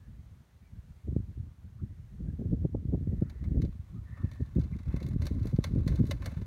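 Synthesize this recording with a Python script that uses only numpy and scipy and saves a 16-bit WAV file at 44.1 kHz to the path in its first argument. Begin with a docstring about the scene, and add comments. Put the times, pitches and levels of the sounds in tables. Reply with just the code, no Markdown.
"""A glider lands on a grass airfield and rolls towards a microphone that stands in gusty wind.
From the start, over the hush of the field and faint swishes, turbulence rumbles and eddies thump on
the microphone port. From 3.1 s the wheel drums and hisses through the grass, louder as it nears, and
bumps make loose fittings clack in the hollow airframe. At 4 s air whistles briefly over the brakes;
from 4.3 s small rattles fill the gaps between the clacks."""
import sys
import numpy as np
from scipy import signal
from scipy.fft import rfft, irfft
from scipy.io import wavfile
from scipy.ndimage import uniform_filter1d

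SR = 44100
rng = np.random.default_rng(int(sys.argv[2]) if len(sys.argv) > 2 else 0)


def generate_wav(signal):
    """Clip the signal to [-1, 1] and save it as 16-bit WAV at the path in sys.argv[1]."""
    frames = np.transpose(np.atleast_2d(signal))
    scaled = np.clip(frames, -1, 1) * 32767
    pcm = np.round(scaled).astype(np.int16)
    wavfile.write(sys.argv[1], SR, pcm)


N = 284886
TIME = np.arange(N) / SR


def gain_of(db):
    """Amplitude ratio of a level in decibels."""
    return 10 ** (np.asarray(db) / 20)


def unit_rms(x):
    """Normalisation to an rms of one."""
    return x / np.sqrt(np.mean(x ** 2) + 1e-20)


def bell(t, sigma):
    """Gaussian envelope centred on t = 0."""
    return np.exp(-(t / sigma) ** 2 / 2)


def add(mix, start_s, sound):
    """Superposition of a sound on the mix."""
    part = mix[max(round(start_s * SR), 0):][:len(sound)]
    part += sound[:len(part)]


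def colour(x, spectrum, size=8192):
    """Minimum-phase filtering, of unit energy, by a spectrum of (f/Hz, level/dB) points."""
    hz, db = np.transpose(spectrum)
    log_hz = np.log(abs(np.fft.fftfreq(size, 1 / SR)) + 1)
    log_gain = np.log(gain_of(np.interp(log_hz, np.log(hz), db)))
    taps = np.fft.ifft(np.exp(np.conj(signal.hilbert(log_gain)))).real[:size // 2]
    return signal.oaconvolve(x, taps / np.linalg.norm(taps))[:N]


def noise(spectrum):
    """Spectrally shaped Gaussian noise of unit rms."""
    return unit_rms(colour(rng.standard_normal(N), spectrum))


def drift(hz):
    """Random fluctuation of unit rms, low-passed at about hz."""
    low_pass = np.exp(-(np.fft.rfftfreq(N, 1 / SR) / hz) ** 2)
    return unit_rms(irfft(rfft(rng.standard_normal(N)) * low_pass, N))


def steadied(x, seconds):
    """Division by the running rms removes slow swells."""
    window = np.hanning(int(seconds * SR) + 3)
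    return x / np.sqrt(signal.oaconvolve(x ** 2, window / window.sum(), "same") + 1e-6)


def narrow_band(hz, width_hz):
    """Random modulation spreads a carrier into a fuzzy whistle."""
    carrier = np.exp(2j * np.pi * np.cumsum(hz * np.ones(N)) / SR)
    return (carrier * (drift(width_hz) + 1j * drift(width_hz))).real


def chance_events(per_s, count=160):
    """Jittered sequence: one random time in each interval, with a normal deviate limited to +-2."""
    times = (np.arange(count) + rng.random(count)) / per_s
    deviates = np.clip(rng.standard_normal(count), -2, 2)
    return [(s, deviate) for s, deviate in zip(times, deviates) if s < N / SR]


# Spectrum of the distant air: f/Hz, relative level/dB
HUSH_SPECTRUM = [(100, 7.5), (480, 0.5), (750, -3), (1200, -5.5), (2100, -7), (2700, -10.5), (4200, -12),
                 (5000, -15.5), (6200, -14), (8000, -18), (9300, -16), (10400, -22), (11600, -18.5),
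                 (16000, -22)]
def field(hush_db=-70, patches_db=-89):
    """Ambient noise of open country: a broadband hush with soft bands wandering through its middle."""
    hush = gain_of(hush_db + .5 * drift(3.7)) * noise(HUSH_SPECTRUM)
    patches = sum(gain_of(3 * drift(24)) * narrow_band(hz * np.exp(.18 * drift(4.4)), width_hz=260)
                  for hz in np.linspace(550, 1800, 5))
    return hush + gain_of(patches_db) * patches


# Strength of the wind at the port: t/s, rumble level/dB
GUSTS = [(0, -48.5), (.35, -53.5), (.5, -63.5), (.72, -51), (.99, -54.5), (1.12, -35), (1.26, -45),
         (1.55, -49), (2.08, -46), (2.48, -32.5), (2.72, -40), (3.02, -32.5), (3.38, -44), (3.59, -26),
         (3.78, -48.5), (4.32, -46), (4.68, -38), (4.85, -38.5), (5.43, -33.5), (5.64, -37.5), (5.77, -29),
         (6.17, -38), (6.46, -38.5)]
# Spectra of the coarse and the fine turbulence: f/Hz, relative level/dB
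RUMBLE_SPECTRUM = [(15, -37), (25, -26.5), (45, -4), (75, 0.5), (110, -5.5), (160, -12.5), (250, -25),
                   (400, -44.5), (900, -93)]
FINE_SPECTRUM = [(50, -7.5), (110, -7), (190, 7), (300, -3.5), (450, -16.5), (650, -23.5), (1000, -55),
                 (2000, -78.5)]
def wind(lumps_db=4.5, fine_lumps_db=6.5, fine_growth=1.49):
    """Turbulent pressure on the port: both scales surge together, the fine growing faster with wind."""
    level = wind_db(TIME)
    fine_level = -54 + fine_growth * (level + 38)
    lumps = np.minimum(drift(24), 1.35)  # capped peaks, deep lulls
    rumble = steadied(noise(RUMBLE_SPECTRUM), .083) * gain_of(level + lumps_db * lumps)
    fine = steadied(noise(FINE_SPECTRUM), .03) * gain_of(fine_level + fine_lumps_db * lumps)
    return rumble + fine


def wind_db(s):
    """Wind strength, linearly interpolated in level."""
    return np.interp(s, *np.transpose(GUSTS))


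# Airy swishes and faint whistles, the broad one near 3.4 s from the glider: t/s, f/Hz, level/dB, Gaussian half-
# width/s, bandwidth/Hz
AIRY_SWISHES = [(0.035, 1690, -74, 0.032, 100), (.65, 2310, -78, .022, 80), (.79, 1614, -76, .033, 90),
                (1.801, 1280, -68, 0.0087, 220), (2.295, 1630, -73.5, 0.022, 70),
                (3.273, 1400, -74.5, .07, 169), (3.36, 1878, -74.5, 0.21, 280),
                (3.967, 1240, -69, .025, 170), (4.14, 1920, -67, 0.025, 190),
                (4.202, 1228, -62, 0.025, 240), (4.736, 2220, -59.5, 0.0063, 249),
                (4.98, 2014, -69, 0.093, 260)]
def swishes():
    """Narrow-band noise under Gaussian envelopes is heard as faint whistles and swishes."""
    return sum(gain_of(db) * bell(TIME - s, sigma) * narrow_band(hz, width_hz)
               for s, hz, db, sigma, width_hz in AIRY_SWISHES)


def weak_eddies(per_s=7, octaves_per_db=.03, sigma_s=.0049):
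    """Turbulence scales with the flow: random eddies are louder and brighter in stronger wind."""
    return [(s, wind_db(s) - 2.5 + 1.5 * deviate, 210 * 2 ** (octaves_per_db * (wind_db(s) + 38)), sigma_s)
            for s, deviate in chance_events(per_s)]


# Strong eddies at the port: t/s, level/dB, nominal knee f/Hz, Gaussian half-width/s
STRONG_EDDIES = [(0.787, -37.5, 90, 0.0078), (0.904, -41.5, 100, .005), (1.085, -28.5, 253, 0.0095),
                 (1.165, -22, 265, .0022), (1.202, -31, 170, 0.0041), (1.283, -35.5, 110, .005),
                 (1.377, -37.5, 196, 0.0039), (1.4, -29.5, 115, .0095), (1.832, -27.5, 162, 0.016),
                 (2.21, -34.5, 206, 0.0095), (2.292, -30.5, 176, 0.012), (2.395, -33, 256, 0.0047),
                 (2.418, -30, 288, 0.0076), (2.456, -27.5, 228, 0.0044), (2.533, -21, 245, 0.0094),
                 (2.652, -21.5, 293, 0.0055), (2.75, -27.5, 380, 0.0038), (2.776, -28.5, 94, 0.0057),
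                 (2.854, -27, 175, 0.0034), (2.936, -22, 264, 0.0069), (2.948, -29, 383, 0.0075),
                 (3.021, -28, 167, 0.0075), (3.074, -28, 232, 0.0022), (3.087, -28, 95, 0.0051),
                 (3.132, -29.5, 266, 0.011), (3.223, -21, 262, 0.0051), (3.518, -24.5, 180, 0.005),
                 (3.562, -25, 250, 0.0076), (3.602, -23, 207, 0.0056), (3.648, -26.5, 263, 0.0074),
                 (3.794, -32.5, 99, 0.0047), (3.953, -34.5, 163, 0.027), (3.99, -32, 86.5, 0.0032),
                 (4.125, -34, 93, 0.011), (4.244, -21.5, 168, 0.0072), (4.205, -37.5, 168, 0.0074),
                 (4.409, -29, 252, 0.0059), (4.424, -26, 97, 0.0056), (4.566, -19.5, 198, 0.0054),
                 (4.585, -24.5, 250, 0.0045), (4.596, -21.5, 150, 0.0068), (4.726, -32, 109, 0.0058),
                 (4.76, -29.5, 167, 0.0059), (4.878, -27, 97, 0.0045), (4.943, -25, 247, 0.0021),
                 (5.021, -35.5, 335, 0.0046), (5.088, -31, 218, 0.0043), (5.162, -23.5, 196, .0015),
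                 (5.198, -26.5, 95, .003), (5.313, -26.5, 226, 0.0046), (5.413, -26, 167, 0.0067),
                 (5.456, -28.5, 283, 0.00097), (5.533, -33, 302, 0.006), (5.546, -21, 100, 0.0053),
                 (5.589, -19, 270, 0.00069), (5.738, -27, 210, 0.002), (5.762, -23, 235, 0.0053),
                 (5.784, -22.5, 213, 0.0095), (5.867, -22, 199, 0.0027), (5.921, -30, 213, 0.0078),
                 (6.007, -15, 187, 0.0089), (6.041, -24.5, 238, 0.0041), (6.097, -29.5, 257, 0.0043),
                 (6.372, -26.5, 133, 0.0052), (6.42, -34, 238, 0.0047)]
def eddies(churn_s=.0045, knee_scale=.85, steepness=1.308, port_hz=85, port_q=.92, size=8192):
    """Each eddy is a pressure impulse wrapped in churning air; the longer it lasts, the more churn."""
    t = (np.arange(size) - size // 2) / SR
    hz = np.fft.rfftfreq(size, 1 / SR)
    ratio = 1j * hz / port_hz
    port = ratio ** 2 / (ratio ** 2 + ratio / port_q + 1)  # this bass cut rings briefly
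    out = np.zeros(N)
    for s, db, knee_hz, sigma in STRONG_EDDIES + weak_eddies():
        churn = rng.standard_normal(size) * bell(t, sigma)
        swing = np.exp(2j * np.pi * rng.random()) * rfft(t == 0)
        pressure = swing + (sigma / churn_s) ** 2 * rfft(churn) / np.linalg.norm(churn)
        # turbulence spreads its energy over all scales, falling steeply above the knee
        pressure /= np.sqrt(uniform_filter1d(abs(pressure) ** 2, size=41))
        falloff = np.exp(-(hz / (knee_scale * knee_hz)) ** steepness)
        thump = irfft(pressure * falloff * port) * np.hanning(size)
        rms = np.sqrt(np.sum(thump ** 2) / (.01 * SR))  # energy referred to 10 ms
        add(out, s + t[0], gain_of(db) * thump / rms)
    return out


def nearness(s, end_m=35, end_m_per_s=8.6, braking_m_per_s2=2.6):
    """Spherical spreading: amplitude goes as 1/distance of the braking glider, reaching 1 at the end."""
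    left_s = N / SR - s
    return end_m / (end_m + end_m_per_s * left_s + braking_m_per_s2 * left_s ** 2 / 2)


# Spectra of the drumming wheel and the hissing grass: f/Hz, relative level/dB
WHEEL_SPECTRUM = [(200, -10), (550, 3), (770, 3), (1100, 5.5), (1700, -3), (2150, -9), (2500, -6.5),
                  (3200, -23), (6000, -31.5)]
GRASS_SPECTRUM = [(1500, -16.5), (2700, -15), (3200, -5), (3600, 3.5), (4300, -3.5), (5100, 1.5),
                  (6200, -5.5), (8000, -5), (9300, -3), (10400, -11), (11600, -5), (13500, -44),
                  (16000, 2.5)]
# Rough patches of turf: t/s, rise in drumming level/dB, Gaussian half-width/s
ROUGH_TURF = [(3.3, 10, .08), (4.192, 8, 0.047), (4.62, 1.5, 0.075), (4.93, 9.5, 0.037), (5.43, 3, .03),
              (5.941, 4, 0.026), (6.26, 4.5, 0.067)]
def rolling_wheel(touchdown_s=3.08, settle_s=1.67, drum_db=-65.5, hiss_db=-75, stalks_per_s=90):
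    """Rolling noise: the wheel drums and flicks stalks in spurts, louder as it takes weight and nears."""
    load = np.clip((TIME - touchdown_s) / settle_s, 0, 1)
    near = nearness(TIME)
    scuff_db = sum(db * bell(TIME - s, sigma) for s, db, sigma in ROUGH_TURF)
    jolts = gain_of(drift(22))
    spurts = gain_of(4 * drift(70))
    flicks = unit_rms(rng.standard_normal(N) * (rng.random(N) < stalks_per_s / SR))
    hiss = unit_rms(colour(spurts * rng.standard_normal(N) + .4 * flicks, GRASS_SPECTRUM))
    drum = unit_rms(colour(spurts * rng.standard_normal(N) + .46 * flicks, WHEEL_SPECTRUM))
    hiss *= near ** .89 * gain_of(hiss_db + .22 * scuff_db)
    drum *= near * gain_of(drum_db + scuff_db)
    return load * jolts * (drum + hiss)


# Resonances and dips of the hollow hull: f/Hz, bandwidth/Hz, relative level/dB
HULL_RESONANCES = [(571, 60, 8), (787, 37, -16.5), (1066, 89, 4), (1370, 14, 4), (1550, 76, 5.5),
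                   (1752, 24, 8.5), (2065, 116, 8.5), (2185, 36, 7.5), (2470, 93, -21.5), (2600, 310, 7),
                   (2880, 130, -19.5), (2970, 86, 10), (3180, 63, -6), (3530, 138, 9.5), (4010, 260, 11.5),
                   (4530, 260, 6.5), (5660, 290, 4), (6110, 260, 8), (6770, 490, 6), (8400, 220, 2.5),
                   (11250, 1600, 6)]
def hull(shaking, level_db=-2):
    """Forced vibration: the hull's resonances colour whatever shakes the airframe."""
    for hz, width_hz, db in HULL_RESONANCES:
        band = signal.lfilter(*signal.iirpeak(hz, hz / width_hz, SR), shaking)
        shaking = shaking + (gain_of(db) - 1) * band
    return gain_of(level_db) * shaking


# Clacks on the bumps: t/s, then relative level/dB of the whole, the body, the top treble, the ring
IMPACTS = [(3.296, -52.5, 4, -6, -29), (3.4387, -58.5, 8, -6, -24), (3.617, -48.5, -7, -5, -27),
           (3.6476, -55, -7, -8, -34), (4.3136, -56.5, 5, 0, -21), (4.3325, -60, 2, -1, -27),
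           (4.594, -58, 3, 0, -27), (4.611, -56, -17, -6, -24), (4.6349, -59.5, -7, -9, -25),
           (4.787, -60, 6, -6, -27), (4.9619, -52, 7, -3, -29), (5.001, -56, 7, -6, -30),
           (5.0268, -50.5, -8, -3, -19.5), (5.0634, -54.5, 4.5, 4, -27), (5.086, -55.5, -11, 12, -35),
           (5.218, -50, 3.5, -3, -12), (5.2543, -48, -3, 4, -30), (5.2663, -39.5, -1, 0, -29),
           (5.429, -57, -3, -3, -24), (5.4558, -58, 8, 8, -21), (5.4695, -50, 0.5, 2, -19),
           (5.5603, -55.5, 1, -8, -28), (5.6395, -34, 0, -4, -32), (5.667, -56.5, 7, -12, -26),
           (5.876, -41, 0, -3, -18), (5.9565, -50, -6, 0, -27), (6.052, -56.5, 1, -2, -27),
           (6.0673, -55.5, -10, 8, -15), (6.1093, -32.5, 0, -4.5, -35), (6.2195, -54.5, 10, -8, -17),
           (6.243, -57, -10, -9, -27), (6.2578, -38.5, 5.5, 0.5, -25.5), (6.412, -59, -12, -10, -33)]
# Spectra of a clack's bright fittings and low body: f/Hz, relative level/dB
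FITTINGS_SPECTRUM = [(1500, 0.5), (3000, -6), (3250, -6.5), (3600, -5), (4300, -2.5), (5200, -4),
                     (6200, -8), (7900, -10.5), (9200, -8.5), (10400, -16), (11700, -11), (13500, -13.5),
                     (15000, -18.5), (17000, -10.5)]
BODY_SPECTRUM = [(200, -41), (520, 3), (800, -1.5), (1100, -4), (1600, -7), (2150, -7.5), (2500, -12),
                 (3200, -33), (6000, -30)]
def clacks(fittings_db=-3, body_db=-7, chatter_t60=.025, ring_t60=.51, top_hz=6000):
    """Impact and damped vibration: loose fittings slide, chatter briefly, and the airframe rings on."""
    lead_s = .04  # the slide begins before the impact
    clock = np.arange(SR // 2) / SR - lead_s
    t = np.maximum(clock, 0)
    attack = 1 - np.exp(-t / .0018)
    scrape = gain_of(-26) * np.exp(-abs(clock) / .011)
    top_shelf = 1 - 1 / (1 + (np.fft.rfftfreq(len(t), 1 / SR) / top_hz) ** 6)  # lifted by hard contacts
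    fittings, body = np.zeros((2, N))
    for s, db, weight_db, bright_db, ring_db in IMPACTS + rattles():
        chatter, knock = rng.standard_normal((2, len(t)))
        chatter = irfft(rfft(chatter) * gain_of((bright_db + 2) * top_shelf), len(t))
        haste = 2 ** (bright_db / 16)  # brighter clacks come from smaller parts and stop sooner
        decay_db = -60 * np.maximum(t * haste - .0017, 0) / chatter_t60
        ring = gain_of(ring_db - 60 * t / ring_t60)
        chatter *= scrape + attack * (gain_of(decay_db) + ring)
        knock *= attack * (gain_of(decay_db / 2) + gain_of(5) * ring)
        add(fittings, s - lead_s, gain_of(db + fittings_db) * chatter)
        add(body, s - lead_s, gain_of(db + weight_db + body_db) * knock)
    return colour(fittings, FITTINGS_SPECTRUM) + colour(body, BODY_SPECTRUM)


def brake_whistle(start_s=4.035, hz=1834, sag_hz_per_s=150, level_db=-65, fade_db_per_s=12):
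    """Flow tone: air over the brakes whistles, sinking in pitch and level as the glider slows."""
    age = np.maximum(TIME - start_s, 0)
    gate = np.interp(age, np.cumsum([0, .063, .33, .1]), [0, 1, 1, 0])  # attack, hold, release
    tone = steadied(narrow_band(hz - sag_hz_per_s * age, width_hz=110), .087)
    return gate * gain_of(level_db - fade_db_per_s * age) * tone


def rattles(start_s=4.3, per_s=11, level_db=-61, weight_db=2, bright_db=0, ring_db=-30):
    """Random excitation: little bumps shake the fittings, louder by the inverse-distance law."""
    return [(s, level_db + 20 * np.log10(nearness(s)), weight_db, bright_db, ring_db)
            for s, _ in chance_events(per_s) if s > start_s]


def scene():
    """Superposition of the wind at the port, the glider and the field, in one channel."""
    buffeting = wind() + eddies()
    glider = hull(rolling_wheel() + clacks()) + brake_whistle()
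    return (buffeting + glider + swishes() + field())[None]


def record(dry, low_cut_hz=39, band_limit_hz=15900):
    """Band limiting: the microphone's bass cut, then a steep low-pass."""
    bass_cut = signal.butter(3, low_cut_hz, "high", fs=SR, output="sos")
    low_pass = signal.firwin(511, band_limit_hz, window=("kaiser", 9), fs=SR)
    return signal.oaconvolve(signal.sosfilt(bass_cut, dry), low_pass[None], "same")


dry = scene()
out = record(dry)
generate_wav(out)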